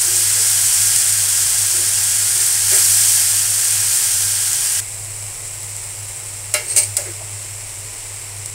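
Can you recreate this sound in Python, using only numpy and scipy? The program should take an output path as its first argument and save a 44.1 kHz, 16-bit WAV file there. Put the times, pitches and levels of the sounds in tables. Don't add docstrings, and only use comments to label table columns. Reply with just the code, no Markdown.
import sys
import numpy as np
from scipy import signal
from scipy.fft import rfft, irfft, next_fast_len
from scipy.io import wavfile
from scipy.ndimage import map_coordinates

SR = 44100
rng = np.random.default_rng(int(sys.argv[2]) if len(sys.argv) > 2 else 0)


def put_to_file(sound):
    columns = np.atleast_2d(sound).T
    safe = np.clip(columns, -1, 1)
    whole_steps = np.round(safe * 32767)
    wavfile.write(sys.argv[1], SR, whole_steps.astype(np.int16))


N = 376613
DROP_S = 4.804

# pitch in Hz, level when struck in dB, seconds to fade by 60 dB.
PAN_TONES = [(342, -20, 0.2), (423, -12, 0.19), (603, 3.5, 0.19), (776, -19, 0.17), (868, -11, 0.26),
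             (1086, -14, 0.15), (1297, -6.5, 0.19), (1417, -6, 0.19), (1622, -10, 0.094), (1676, -9, 0.24),
             (1950, -10, 0.11), (2070, -3, 0.3), (2180, -1, 0.3), (2290, -6, 0.31), (2780, -3.5, 0.25),
             (3160, -14, 0.26), (3950, -8, 0.12), (4030, -1, 0.15), (4360, -4, 0.076), (5130, -3, 0.18),
             (6530, -4, 0.17), (7300, -12, 0.18), (8400, -13, 0.19), (10515, 0, 0.13), (12700, -2, .12)]
# start in seconds, blade click in dB, pan ring in dB.
SPATULA_HITS = [(6.5395, -6, -19), (6.7632, -5.5, -29.5), (6.7715, -8, -35), (6.7835, -11, -35),
                (6.7876, -8, -41), (6.8228, -21, -49), (6.9678, -5.5, -34.5)]


def amp(db):
    return 10 ** (np.asarray(db) / 20)


def unit(x):
    return x / np.sqrt(np.mean(x ** 2) + 1e-20)


def along(points, hz):
    point_hz, values = np.transpose(points)
    return np.interp(np.log(hz + 1), np.log(point_hz + 1), values)


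def wobble(rate):
    return map_coordinates(rng.standard_normal(int(N * rate / SR) + 4), [np.arange(N) * rate / SR])


def coloured(x, spectrum, size=8192):
    cepstrum = irfft(np.log(amp(along(spectrum, np.fft.rfftfreq(size, 1 / SR)))))
    cepstrum[1:size // 2] *= 2
    cepstrum[size // 2 + 1:] = 0
    response = irfft(np.exp(rfft(cepstrum)))
    return signal.fftconvolve(x, response / np.linalg.norm(response))[:len(x)]


def add(track, start_s, sound):
    part = track[round(start_s * SR):][:len(sound)]
    part += sound[:len(part)]


def fade(t, t60):
    return np.exp(-np.log(1000) * t / t60)


def pops(rate, spread_db):
    happens = rng.random(N) < rate / SR
    size = amp(spread_db * np.minimum(rng.standard_normal(N), 2.5))
    return unit(happens * size * rng.choice([-1, 1], N))


def motor_and_air():
    # frequency in Hz, relative level in dB.
    air_colour = [(15, -6), (28, -1), (50, -4), (72, -11), (88, 1), (99, 10), (115, 5.5), (150, -6),
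                  (190, -18), (240, -24), (340, -6), (600, -5.5), (1000, -7), (2500, -25.5)]
    # pitch in Hz, average level in dB.
    motor_tones = [(27.5, -52.5), (43.4, -53), (101.8, -38.5), (133, -58)]
    out = amp(-42.5) * unit(coloured(rng.standard_normal(N), air_colour))
    for hz, db in motor_tones:
        phase = 2 * np.pi * np.cumsum(hz + 0.68 * wobble(3.93)) / SR
        waver = amp(2.4 * wobble(11))
        out += amp(db) * unit(waver * np.sin(phase))
    return out


def kitchen_echo(x):
    # frequency in Hz, seconds to fade by 60 dB.
    echo_times = [(200, 0.5), (2000, 0.17), (8000, 0.22), (16000, .12)]
    hz, t, bands = signal.stft(rng.standard_normal(SR // 2), SR, nperseg=256)
    tail = signal.istft(bands * fade(t, along(echo_times, hz)[:, None]), SR, nperseg=256)[1]
    early_boost = 1 + amp(2) * fade(np.arange(len(tail)) / SR, 0.033)
    echo = np.pad(tail * early_boost, (round(0.003 * SR), 0))
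    return signal.fftconvolve(x, echo / np.linalg.norm(echo))[:N]


def through_pan(x, ring_db):
    t = np.arange(SR // 3) / SR
    hz, _, t60 = np.transpose(PAN_TONES)[:, :, None]
    decay = fade(t, t60)
    ring = 2 * decay / decay.sum(1, keepdims=True) * np.cos(2 * np.pi * hz * t)
    return x + amp(ring_db) * signal.fftconvolve(x, ring.sum(0))[:N]


def shoves():
    # start and length in seconds, level in dB, pitch in Hz,
    # rasp in dB relative to the tone.
    pushes = [(0.034, 0.3, -43.5, 362, -9), (0.337, 0.2, -45.5, 443, 3.5), (1.734, 0.23, -40.5, 344, -10),
              (2.334, 0.21, -46, 375, -9), (2.715, 0.11, -42, 360, 13), (6.602, 0.35, -46, 378, 2.5),
              (6.967, 0.11, -35.5, 587, -3), (7.053, 0.08, -37.5, 337, 1.5), (7.196, 0.063, -40, 620, -14)]
    # frequency in Hz, relative level in dB.
    rasp_colour = [(250, -40), (350, 5), (600, 2.5), (1100, -12), (1600, 0), (2150, 3), (2600, -8),
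                   (4000, -27)]
    out = np.zeros(N)
    for start, length, db, hz, rasp_db in pushes:
        progress = np.arange(SR // 2) / SR / length
        rub, grit = rng.standard_normal((2, len(progress)))
        peak = [(hz * 0.77, -35), (hz * 0.9, -9), (hz, 0), (hz * 1.11, -9), (hz * 2, -22), (hz * 5, -60)]
        rasp = amp(rasp_db) * coloured(grit, rasp_colour)
        swell = np.sin(np.pi * np.minimum(progress, 1) ** 0.43)
        add(out, start, amp(db) * swell * (coloured(rub, peak) + rasp))
    return out


def scrapes():
    # start and length in seconds, level in dB at the end of the push.
    strokes = [(6.65, 0.062, -20.5), (6.756, 0.023, -9), (6.816, 0.017, -23)]
    # frequency in Hz, relative level in dB.
    squeal_colour = [(250, -44), (500, -32), (1500, -36), (2200, -21), (2900, -22), (3500, -33),
                     (4500, -17), (5300, -19), (6500, -16), (7700, -14), (8500, 0.5), (9100, -6),
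                     (9700, -26), (10600, -12), (12000, -34), (15800, -28)]
    t, pressure = np.arange(N) / SR, np.zeros(N)
    for start, length, db in strokes:
        swell = np.clip((t - start) / length, 0, 1)
        release = fade(np.maximum(t - start - length, 0), t60=0.04 + 4.2 * length)
        pressure += amp(db) * swell * release
    slips = pops(rate=2500, spread_db=0) * amp(3.4 * wobble(200))
    return pressure * unit(through_pan(coloured(slips, squeal_colour), ring_db=7))


def blade_clicks():
    # frequency in Hz, relative level in dB.
    blade_colour = [(300, -30), (600, -14), (1400, -28), (2300, -9.5), (3000, -18.5), (3600, -19),
                    (4100, -10.5), (5200, -6.5), (6500, -6), (7700, 1), (8600, -0.5), (9200, 5.5),
                    (10000, -10), (15800, -14.5)]
    out, t = np.zeros(N), np.arange(SR // 2) / SR
    click, chatter = fade(t, 0.023), amp(-17.5) * fade(t, 0.47)
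    for start, click_db, _ in SPATULA_HITS:
        contact = rng.standard_normal(len(t)) * (click + chatter)
        add(out, start, amp(click_db) * coloured(contact, blade_colour))
    return out


def pan_ring():
    # frequency in Hz, relative level in dB.
    clang_colour = [(250, -29), (400, 2), (1100, -6), (2000, 0), (2900, 3), (3600, -4), (5300, 1),
                    (7000, -14)]
    out, t = np.zeros(N), np.arange(SR // 2) / SR
    hz, tone_db, t60 = np.transpose(PAN_TONES)[:, :, None]
    rise = 1 - np.exp(-t / 0.0048)
    for start, _, ring_db in SPATULA_HITS:
        strength = amp(tone_db + rng.standard_normal(hz.shape))
        tones = strength * fade(t, t60) * np.sin(2 * np.pi * (hz * t + rng.random(hz.shape)))
        clang = amp(-3) * coloured(rng.standard_normal(len(t)) * fade(t, 0.27), clang_colour)
        add(out, start, amp(ring_db) * (tones.sum(0) + clang) * rise)
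    return out


def spits():
    # start in seconds, peak level in dB.
    droplets = [(.478, -4), (.962, -0.5), (4.531, 0), (5.7654, -12), (8.4598, -9)]
    # frequency in Hz, relative level in dB.
    snap_colour = [(1000, -35), (4000, -23), (6500, -11), (7800, 0), (8600, 0), (10500, -12), (12500, -22),
                   (15800, -21)]
    out, t = np.zeros(N), np.arange(SR // 50) / SR
    for start, db in droplets:
        snap = coloured(rng.standard_normal(len(t)) * fade(t, 0.0092), snap_colour)
        add(out, start, amp(db) * snap / np.abs(snap).max())
    return out


def frying(colour, rate, spread_db, wash_db, clump_db, ring_db, room_db):
    bursts = pops(rate, spread_db) + amp(wash_db) * rng.standard_normal(N)
    clumps = amp(clump_db * (wobble(300) + 0.35 * wobble(70) + 0.33 * wobble(22)))
    direct = through_pan(coloured(bursts * clumps, colour), ring_db)
    return unit(direct + amp(room_db) * kitchen_echo(direct))


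def gentle_sizzle(t):
    # frequency in Hz, relative level in dB.
    simmer_colour = [(250, -24.5), (700, -22), (1650, -18), (2100, -10), (2600, -12), (3400, -17),
                     (4550, -15), (5450, -9.5), (6500, -11.5), (7600, -0.5), (8300, 1), (9300, -4.5),
                     (10300, -8), (11800, -16.5), (15800, -18.5)]
    simmer = frying(simmer_colour, rate=2600, spread_db=3.5, wash_db=0,
                    clump_db=0.34, ring_db=-4, room_db=-11.5)
    treble = signal.sosfiltfilt(signal.butter(2, 6200, "highpass", fs=SR, output="sos"), simmer)
    treble_gain = amp(-0.9 * (t - DROP_S))
    return amp(-28.5) * (simmer - treble + treble_gain * treble)


def flare_db(t):
    # start in seconds, hold in seconds, lift in dB.
    turns = [(0.4, 0.61, 1), (2.33, 0.36, 0.9), (2.66, 0.45, 3.5), (3.56, 0.29, 1.0), (3.84, 0.18, 1.6)]
    rise_s, settle_s = 0.071, 0.28
    lift_db = np.zeros(N)
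    for start, hold, db in turns:
        rise = np.clip((t - start) / rise_s, 0, 1)
        lift_db += db * rise * np.exp(-np.maximum(t - start - hold, 0) / settle_s)
    return lift_db


def fierce_sizzle(t):
    # frequency in Hz, relative level in dB.
    fizz_colour = [(2500, -43.5), (3800, -18), (4500, -11.5), (5600, -7.5), (6600, -7.5), (7600, -3),
                   (8600, -0.5), (9400, -3.5), (10300, -8), (12500, -14.5), (15800, -18)]
    bubbling_colour = [(260, -41.5), (340, -14), (500, -23.5), (800, -6.5), (1000, -9), (1270, -6),
                       (1430, -1), (1640, 0.5), (1800, 0), (2150, -0.5), (2800, 0), (3300, 2.5),
                       (4000, -8.5), (6000, -12.5)]
    spatter_colour = [(5000, -41), (9000, -6), (11000, 7), (15800, 2)]
    lift_db = flare_db(t)
    boil_db = lift_db - 0.59 * t
    fizz = frying(fizz_colour, rate=9000, spread_db=3.5, wash_db=1,
                  clump_db=0.65, ring_db=-18, room_db=-20.5)
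    bubbling = frying(bubbling_colour, rate=4000, spread_db=2.5, wash_db=-1,
                      clump_db=0.5, ring_db=-3.5, room_db=-10.5)
    spatter = unit(coloured(pops(rate=7800, spread_db=2.5), spatter_colour))
    spatter_gain = amp(-36) * np.maximum(lift_db - 0.5, 0)
    return amp(-15 + boil_db) * fizz + amp(-29 + 0.66 * boil_db) * bubbling + spatter_gain * spatter


def sizzle():
    t = np.arange(N) / SR
    return np.where(t < DROP_S, fierce_sizzle(t), gentle_sizzle(t)) * amp(0.18 * wobble(9))


def scene():
    sharp = blade_clicks() + scrapes() + spits()
    mono = sizzle() + sharp + amp(-10) * kitchen_echo(sharp) + pan_ring() + shoves() + motor_and_air()
    return np.array([mono, mono])


def record(dry):
    squashed = dry / (1 + np.abs(dry) ** 6) ** (1 / 6)
    size = next_fast_len(N + SR // 2)
    passband = np.fft.rfftfreq(size, 1 / SR) < 15750
    return irfft(rfft(squashed, size) * passband, size)[:, :N]


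dry = scene()
out = record(dry)
put_to_file(out)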